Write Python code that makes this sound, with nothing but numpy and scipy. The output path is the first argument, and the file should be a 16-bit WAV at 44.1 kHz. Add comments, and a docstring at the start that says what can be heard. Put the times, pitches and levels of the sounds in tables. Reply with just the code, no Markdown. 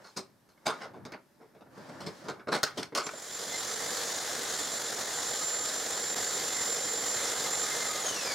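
"""In a quiet workshop, a wooden sled is knocked and slid about on a table saw, then the saw swells in.
Each knock is a burst of noise that rings the wood; sliding is gritty noise; both stop before long.
The running saw is a wavering noisy roar with fuzzy motor tones and the thin whine of the blade.
When the power is cut, the whine slides down in pitch and fades, with a second, lower stack of tones.
Echoes of the shop follow the knocks and the falling whine."""
import sys
import numpy as np
from scipy import signal
from scipy.io import wavfile
from scipy.ndimage import uniform_filter1d

SR = 44100
rng = np.random.default_rng(int(sys.argv[2]) if len(sys.argv) > 2 else 0)


def pcm_store(signal):
    """Save signal as 16-bit PCM."""
    levels = np.round(np.clip(np.atleast_2d(signal), -1, 1) * 32767)
    wavfile.write(sys.argv[1], SR, levels.astype(np.int16).T)


N = 367838
T = np.arange(N) / SR  # time in s
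HANDLED = round(3.7 * SR)  # samples until the handling has died away

# The saw swells in, then holds: t/s, motor roar level/dB, blade wind level/dB (before its band offsets)
SAW_LEVELS = [(3.02, -52, -61), (3.39, -41, -48), (3.58, -39, -46.5), (4.0, -37.5, -44.5),
              (4.65, -37.5, -45), (5.6, -38.5, -45.5), (5.94, -37, -44.5), (6.3, -40, -47),
              (7.1, -40.5, -47.5), (7.35, -39, -46.5), (7.9, -39.5, -46.5), (8.34, -38.5, -49)]
# How alike left and right are in the shop: f/Hz, likeness (1 = the same)
SHOP_LIKENESS = [(60, 0.81), (380, 0.71), (2380, 0.58), (15000, 0.58)]


def amp(db):
    """Turns decibels into a gain."""
    return 10 ** (np.asarray(db) / 20)


def evened(x):
    """Scales a sound to rms 1."""
    return x / np.sqrt(np.mean(x ** 2) + 1e-20)


def read(points, hz):
    """Reads a curve over frequency, with straight lines on a log-frequency axis."""
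    f, value = np.transpose(points)
    return np.interp(np.log(hz + 1), np.log(f + 1), value)


def curves(rows, t=T):
    """Reads all columns of a table at the times t; the first column is time."""
    s, *columns = np.transpose(rows)
    return [np.interp(t, s, column) for column in columns]


def wander(seconds):
    """Makes a random curve of rms 1 by smoothing noise twice over the given time."""
    size = max(round(seconds * SR), 1)
    smooth = uniform_filter1d(rng.standard_normal(N), size)
    return evened(uniform_filter1d(smooth, size))


def split(x, *edges_hz):
    """Cuts a sound into bands, low to high, each scaled to rms 1."""
    def cut(sound, hz, kind):
        return signal.sosfilt(signal.butter(4, hz, kind, fs=SR, output="sos"), sound)

    low = cut(x, edges_hz[0], "low")
    highs = [cut(x, hz, "high") for hz in edges_hz]
    middle = [cut(high, hz, "low") for high, hz in zip(highs, edges_hz[1:])]
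    return [evened(band) for band in [low] + middle + [highs[-1]]]


def noise(spectrum, same, peaks=(), lean=((1, 0),), patchy_db=1.0, size=N):
    """Makes two-channel noise from random short-time spectra, with resonances and drifting patches."""
    frames, hz = size // 256 + 5, np.fft.rfftfreq(1024, 1 / SR)
    a, b, c, d, patches = rng.standard_normal((frames, 513, 5)).T
    patches = uniform_filter1d(patches, size=10, axis=0)
    patches = evened(uniform_filter1d(patches, size=10, axis=1))
    rings = sum((amp(db) - 1) / (1 + (2 * (hz - f) / width) ** 2) for f, width, db in peaks)
    colour = amp(read(spectrum, hz)) * (1 + rings)
    likeness = np.clip(read(same, hz), -1, 1)[:, None]
    left = a + 1j * b
    right = likeness * left + np.sqrt(1 - likeness ** 2) * (c + 1j * d)  # part shared, part its own
    z = np.array([left, right]) * colour[:, None] * amp(patchy_db * patches)
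    z *= amp(np.outer([.5, -.5], read(lean, hz)))[:, :, None]
    return signal.istft(z, nperseg=1024, noverlap=768)[1][:, :size]


def tone(hz, level_db, blur_hz):
    """Makes a sine of the given rms level whose pitch trembles."""
    turns = np.cumsum(hz + blur_hz * wander(0.0049)) / SR
    return np.sqrt(2) * amp(level_db) * np.sin(2 * np.pi * turns)


def resonate(x, hz, width):
    """Rings at one pitch: a two-pole resonance; the narrower it is, the longer it rings."""
    r = np.exp(-np.pi * width / SR)
    return signal.lfilter([1, 0, -1], [1, -2 * r * np.cos(2 * np.pi * hz / SR), r * r], x)


def placed(x, lean_db):
    """Puts a mono sound in both channels; lean_db is left over right."""
    return np.array([x * amp(lean_db / 2), x * amp(-lean_db / 2)])


def roar():
    """Motor and blade wind ring the housing as noise; the whole roar wavers."""
    # Colour of the roar: f/Hz, level/dB per Hz (relative)
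    colour = [(15, -59), (25, -84), (70, -17), (394, -5.5), (476, -2), (936, -6.5), (1840, -4.5),
              (2280, -13), (2690, -17), (3620, -7.5), (6050, -5.5), (7110, -4.5), (7920, -13.5),
              (14000, -25.5), (16000, -29)]
    # Resonances of the housing: f/Hz, width/Hz, level/dB
    housing = [(476, 48, 1.5), (758, 65, 3.5), (1860, 30, -3), (3480, 51, 4), (4190, 33, 3.5),
               (5250, 84, 2), (6760, 92, 2)]
    # How alike left and right are: f/Hz, likeness (1 = the same)
    likeness = [(60, 0.68), (130, 0.98), (290, 1), (640, 0.91), (1410, 0.81), (3100, 0.85), (6820, 0.8),
                (15000, 0.21)]
    # Lean to one side: f/Hz, left over right/dB
    side_lean = [(60, -2), (180, -4), (550, -3.5), (1650, 0), (4970, 0), (15000, -0.5)]
    ripple_hz = 46.9
    motor_db, wind_db = curves(SAW_LEVELS)
    air = noise(colour, likeness, housing, side_lean)
    low, middle, high = split(air, 3230, 9100)
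    # a steady 46.9 Hz ripple in level
    ripple_db = 1.2 * np.sin(2 * np.pi * ripple_hz * T + .5 * wander(0.18))
    waver_db = 1.15 * wander(0.0052) + 0.32 * wander(0.084)
    wind = amp(wind_db + 8.5) * middle + amp(wind_db + 1.5) * high
    return amp(ripple_db + waver_db) * (amp(motor_db) * low + wind)


def blade():
    """The teeth chop the air: a whine and its octave at speed, then a falling glide with a second stack."""
    # Pitch of the whine at speed: t/s, f/Hz
    pitch = [(3.05, 7230), (3.6, 7204), (4.3, 7203), (5.05, 7208), (5.5, 7229), (5.8, 7234), (6.3, 7236),
             (6.75, 7226), (7.1, 7227), (7.5, 7249), (7.99, 7246)]
    # Loudness of the whine at speed: t/s, level/dB
    loudness = [(3.02, -53.5), (3.35, -42.5), (3.76, -39), (3.84, -43.5), (4.06, -41), (4.25, -47),
                (4.7, -39), (4.83, -51), (5.1, -41.5), (5.5, -32.5), (5.87, -37.5), (6.1, -34),
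                (6.3, -39.5), (6.66, -35.5), (6.9, -39), (7.16, -36), (7.46, -43.5), (7.59, -35.5),
                (7.81, -42.5), (7.99, -41.5)]
    # Loudness of its octave: t/s, level/dB
    octave = [(3.02, -80), (3.45, -66), (4.3, -65), (4.8, -70), (5.4, -64), (6.1, -69), (7.0, -64),
              (7.3, -72), (7.99, -69)]
    # Tones of the second stack, before the glide's trim: level at the cut/dB, change/dB per s
    stack = [(-47, 5), (-56, 45), (-54, 31)]
    stack_share = .478  # lowest pitch of the stack as a share of the whine
    cut_s, coast_s = 7.995, .75  # power is cut; the speed then falls to 1/e in coast_s
    on, since = T < cut_s, np.maximum(T - cut_s, 0)

    (hz,), (whine_db,) = curves(pitch), curves(loudness)
    weak = np.clip(-32 - whine_db, 2, 14)  # dB below a steady whine
    hz = hz + weak * .7 * wander(.025)  # the weaker, the shakier
    waver_db = 1.4 * wander(0.0054) + 0.34 * weak * wander(0.034)
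    octave_db = curves(octave)[0] + 4 * wander(.05) + 2.8 * wander(.02)
    whine = placed(tone(hz, whine_db + waver_db, 3.55), -2.8)
    whine = whine + placed(tone(2 * hz, octave_db, 14.0), 1.5)

    slow_hz = pitch[-1][1] * np.exp(-since / coast_s)
    coast_db = -36 - 25 * since  # fades as it slows
    coast = tone(slow_hz, coast_db + 4.0 * wander(.008), 70.0)
    for k, (db, db_per_s) in enumerate(stack, 1):
        level_db = db + db_per_s * since + 3.5 * wander(.008)
        coast = coast + tone(k * stack_share * slow_hz, level_db, k * 32.0)
    coast = placed(~on * coast, -.8)
    return on * whine + amp(-3.5) * coast + amp(-7.5) * shop_echoes(coast)  # echoes smear the glide


def motor_tones():
    """Noise through narrow resonances gives fuzzy tones that come and go while the motor pulls."""
    # Four tones: first level/dB, last level/dB, wavering/dB
    levels = [(-61, -54, 5), (-57.5, -56.5, 0.5), (-67, -65, 5), (-53, -54, 3)]
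    # Their resonances: f/Hz, width/Hz
    resonances = [(1243, 40), (2080, 45), (13510, 200), (470, 45)]
    # Swells of the second tone: t/s, gain/dB, length/s
    swells = [(3.822, 14, 0.054), (4.363, 13, .04), (5.16, 7, .04), (6.6, 8.5, .3), (7.378, 7.5, 0.24),
              (7.843, 11.5, 0.32)]
    on_s, off_s = 3.3, 8.05
    tones = []
    for (first_db, last_db, waver_db), (hz, width) in zip(levels, resonances):
        level_db = np.interp(T, [on_s, off_s], [first_db, last_db]) + waver_db * wander(.06)
        fuzzy = resonate(resonate(rng.standard_normal(N), hz, width), hz, width)
        tones.append(amp(level_db) * evened(fuzzy))
    swell_db = sum(db * np.exp(-(2 * (T - s) / length) ** 2) for s, db, length in swells)
    tones[1] = amp(swell_db) * tones[1]
    pulling = (T > on_s) & (T < off_s)
    return placed(pulling * sum(tones), -.8)


def squeak():
    """A short squeak, a trembling tone with its octave, near the pitch of the second motor tone."""
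    # Path of the squeak: t/s, f/Hz, level/dB
    path = [(3.52, 2075, -61), (3.535, 2060, -41), (3.56, 2075, -36.5), (3.58, 2050, -77)]
    hz, level_db = curves(path)
    heard = (T > path[0][0]) & (T < path[-1][0])
    return placed(heard * (tone(hz, level_db, 7.7) + tone(2 * hz, level_db - 3, 18.1)), .2)


def knocks():
    """Each contact is a burst of grit that rings the sled; thud, body and clack die at their own speed."""
    # Contacts: t/s, blow level/dB, thud above it/dB, clack above it/dB (before its mix),
    # rise/s, length of contact/s, dying time/s (60 dB of the body's fall)
    contacts = [(0.03, -53.5, -5, -3.5, 0.019, 0.042, 0.14), (0.16, -40.5, 6, 5, 0.012, 0.0045, 0.16),
                (0.485, -64.5, -6, -4, 0.0056, 0.028, 0.12), (0.575, -57.5, -15, -20, 0.0016, 0.003, 0.062),
                (0.654, -34, 6.5, -6, 0.0052, 0.0061, 0.12),
                (0.665, -27.5, -4.5, -6.5, 0.0017, 0.0061, 0.24),
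                (0.797, -39.5, -7, -18, 0.022, 0.034, 0.14), (0.933, -57.5, 15, -16, 0.0036, 0.048, 0.16),
                (1.051, -44, 4.5, -9, 0.00083, 0.005, 0.16), (1.12, -43, 6, -5, 0.001, 0.0031, 0.071),
                (1.132, -41.5, -4, -30, 0.0042, 0.011, 0.11), (1.392, -59.5, 9.5, -19, 0.018, 0.022, 0.25),
                (1.545, -61, 5, -19.5, 0.0048, 0.02, 0.16), (1.608, -53, 12.5, -22, 0.001, 0.016, 0.07),
                (1.655, -64.5, 13, -24, 0.013, 0.01, 0.11), (1.772, -55, 13, -16, 0.003, 0.0073, 0.13),
                (1.885, -52, 10, -8, 0.0071, 0.01, 0.16), (2.004, -46, 4, -4, 0.0012, 0.008, 0.26),
                (2.058, -41.5, 2.5, -3.5, 0.0099, 0.022, 0.087), (2.234, -52, 9, -6, 0.014, 0.036, 0.15),
                (2.281, -35, 6, -9, 0.005, 0.019, 0.1), (2.394, -47.5, 1, -25, 0.001, 0.01, 0.13),
                (2.47, -45, 12, -18, 0.0031, 0.0073, 0.15), (2.482, -42, 13, -14, 0.0024, 0.008, 0.1),
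                (2.514, -29, -3, -10.5, 0.01, 0.017, 0.18), (2.545, -34.5, -9, -3.5, 0.0024, 0.012, 0.14),
                (2.631, -25.5, 0, 4, 0.00031, 0.0061, 0.069), (2.66, -37.5, -31, -9, 0.0039, 0.0056, 0.23),
                (2.768, -38, 6, 1, 0.01, 0.0063, 0.18), (2.827, -36.5, -13, -1.5, 0.0029, 0.0025, 0.071),
                (2.922, -49, 8, -24, 0.001, 0.024, 0.13), (2.949, -29, -4.5, 2.5, 0.002, 0.0028, 0.15),
                (2.971, -29.5, -3, -2, 0.0042, 0.014, 0.088), (2.997, -39.5, 4, -7, 0.002, 0.0067, 0.31),
                (3.064, -37.5, 5.5, -1, 0.0018, 0.0054, 0.073),
                (3.089, -33.5, -22, -24, 0.0011, 0.0043, 0.05),
                (3.133, -45.5, 5, -16, 0.001, 0.0052, 0.079)]
    # Colour of the grit: f/Hz, level/dB per Hz (relative)
    wood = [(29, -58), (50, -75), (155, 0.5), (353, 2), (418, -3.5), (729, -5), (1270, -12), (2950, -21.5),
            (5150, -13), (6870, -22), (8140, -22), (14500, -38.5), (16000, -42)]
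    # Resonances of the sled: f/Hz, width/Hz, level/dB
    sled = [(146, 60, 3), (263, 26, 1), (406.4, 22, 5), (610, 36, 8), (1107, 150, 1.5), (1460, 140, 7.5),
            (2180, 86, 7.5), (3770, 170, 3.5), (4180, 20, 7), (4440, 49, -3), (5440, 43, 5),
            (5500, 90, -1.5), (6500, 120, 7.5), (7200, 130, 1.5), (8070, 70, 2)]
    # Loudest ring of thud, body and clack: f/Hz, width/Hz, share added
    loudest = [(429, 43, 0.82), (1256, 260, 0.31), (4600, 1600, .2)]
    likeness = [(100, 0.97), (5000, 0.92), (15000, 0.54)]  # f/Hz, left-right likeness
    grit = noise(wood, likeness, sled, patchy_db=3.2, size=HANDLED)
    bands = split(grit, 885, 2880)
    age, out = np.arange(SR // 3) / SR, np.zeros((2, N))
    spray = evened(amp(2.4 * wander(0.0017)))  # the contact is a spray of tiny impacts
    snap = evened(np.diff(rng.standard_normal(len(age) + 2), 2)) * np.exp(-age / .0015)
    lean_db = -0.4 * np.array([[.5], [-.5]])  # left, right
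    for s, blow_db, thud_db, clack_db, rise, touch, t60 in contacts:
        start = round(s * SR)
        at = slice(start, start + len(age))
        thud, body, clack = (evened(band[:, at] + share * evened(resonate(band[:, at], hz, width)))
                             for band, (hz, width, share) in zip(bands, loudest))
        fall = np.maximum(age - rise - touch, 0) / t60
        fall = fall + 0.22 * np.clip(age - rise, 0, touch) / t60  # the contact already slackens
        onset = np.minimum(age / rise, 1) ** 2
        clack_gain = 0.77 * amp(clack_db - 160 * fall) + 0.66 * amp(clack_db - 58 * fall)
        mix = amp(thud_db - 67 * fall) * np.minimum(age / (rise + 0.0047), 1) * thud
        mix = mix + amp(-60 * fall) * onset * body * np.sqrt(spray[at])
        mix = mix + clack_gain * onset * clack * spray[at]
        mix = mix + amp(clack_db - 1) * np.exp(-rise / 0.0014) * snap  # sudden blows snap most
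        out[:, at] += amp(blow_db + lean_db) * mix
    return out


def rubbing():
    """Wood drags over the table: gritty rumble and hiss."""
    # Strength of the rubbing: t/s, rumble level/dB, deep rumble level/dB, hiss level/dB
    strokes = [(0.0, -55, -59, -66), (0.1, -65, -79, -61), (0.25, -71, -65, -74), (0.58, -65.5, -80, -74),
               (0.83, -46, -66, -57), (0.94, -57, -57, -77), (1.03, -56, -50.5, -75),
               (1.16, -50.5, -69, -77), (1.23, -69, -78, -72.5), (1.69, -62, -67, -75),
               (1.78, -50.5, -58, -60), (2.0, -46.5, -56.5, -59), (2.075, -46, -43, -59),
               (2.18, -52.5, -66, -56), (2.32, -45, -53, -60), (2.47, -64, -66, -79), (2.54, -47, -66, -39),
               (2.68, -70, -67, -76), (2.8, -49, -53, -49), (2.91, -63, -62, -70)]
    # Colour of the rubbing: f/Hz, level/dB per Hz (relative)
    colour = [(29, -57), (50, -70), (125, 3), (321, -8), (408, -18), (545, -3.5), (661, -9.5), (905, -9.5),
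              (2620, -19), (5270, -14.5), (16000, -37)]
    rings = [(342, 33, 5.9), (560, 40, 2.8), (900, 120, 1.7), (1740, 210, 3.7)]  # f/Hz, width/Hz, level/dB
    t = T[:HANDLED]
    rumble_db, deep_db, hiss_db = curves(strokes, t)
    drag = noise(colour, SHOP_LIKENESS, rings, size=HANDLED)
    deep, rumble, hiss = split(drag, 247, 1760)
    grain = amp(0.55 * wander(0.0034)[:HANDLED])
    ending = np.clip((strokes[-1][0] - t) / 0.031, 0, 1)
    rubbed = amp(deep_db) * deep + amp(rumble_db) * rumble + amp(hiss_db) * hiss
    return np.pad(grain * ending * rubbed, ((0, 0), (0, N - HANDLED)))


def shop_echoes(x):
    """The shop answers with sparse echoes of random sign, each band dying at its own speed."""
    # How long echoes last: f/Hz, time to fall by 60 dB/s
    dying = [(150, 0.21), (600, 0.33), (2500, 0.27), (6000, 0.19), (12000, 0.2)]
    taps = np.zeros((2, SR // 2))
    slots = np.arange(300, SR // 2 - 20, 20)[None]
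    at = slots + rng.integers(0, 20, (2, slots.size))  # one echo in every 20 samples
    np.put_along_axis(taps, at, rng.choice([-1., 1.], at.shape), 1)
    taps[1] = 0.49 * taps[0] + 0.74 * taps[1]  # right is partly like left
    hz, t, z = signal.stft(taps, SR, nperseg=256)
    tail = signal.istft(z * amp(-60 * t / read(dying, hz)[:, None]), SR, nperseg=256)[1]
    tail = tail / np.linalg.norm(tail[0])
    return signal.fftconvolve(x.mean(0)[None], tail, axes=1)[:, :N]


def quiet_shop():
    """The faint noise of the shop, which fades out under the running saw."""
    # Colour of the quiet: f/Hz, level/dB per Hz (relative)
    colour = [(15, -36), (25, -15), (92, 4), (293, 10), (394, 7), (607, -25.5), (2220, -20), (2840, -35),
              (8590, -14), (13600, -12.5), (16000, -27)]
    hush = evened(noise(colour, SHOP_LIKENESS, size=HANDLED))
    fade = np.clip((HANDLED / SR - T[:HANDLED]) / 0.38, 0, 1)
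    return np.pad(amp(-67.5) * hush * fade, ((0, 0), (0, N - HANDLED)))


def scene():
    """Handling in the quiet shop, then the saw."""
    start = np.clip((T - SAW_LEVELS[0][0]) / 0.024, 0, 1)
    saw = (roar() + motor_tones() + blade()) * start
    hits = knocks()
    handling = hits + amp(-11.5) * shop_echoes(hits) + rubbing()
    return saw + squeak() + handling + quiet_shop()


def record(dry):
    """The level dips briefly once; a low-pass filter then removes the highest treble."""
    # The brief dip: t/s, level/dB
    dip = [(6.147, -2.5), (6.148, -19), (6.156, -5), (6.168, 0.5)]
    dipped = dry * amp(curves(dip)[0])
    low_pass = signal.firwin(511, 15850, window=("kaiser", 9), fs=SR)  # edge in Hz
    return signal.oaconvolve(dipped, low_pass[None], "same")


dry = scene()
out = record(dry)
pcm_store(out)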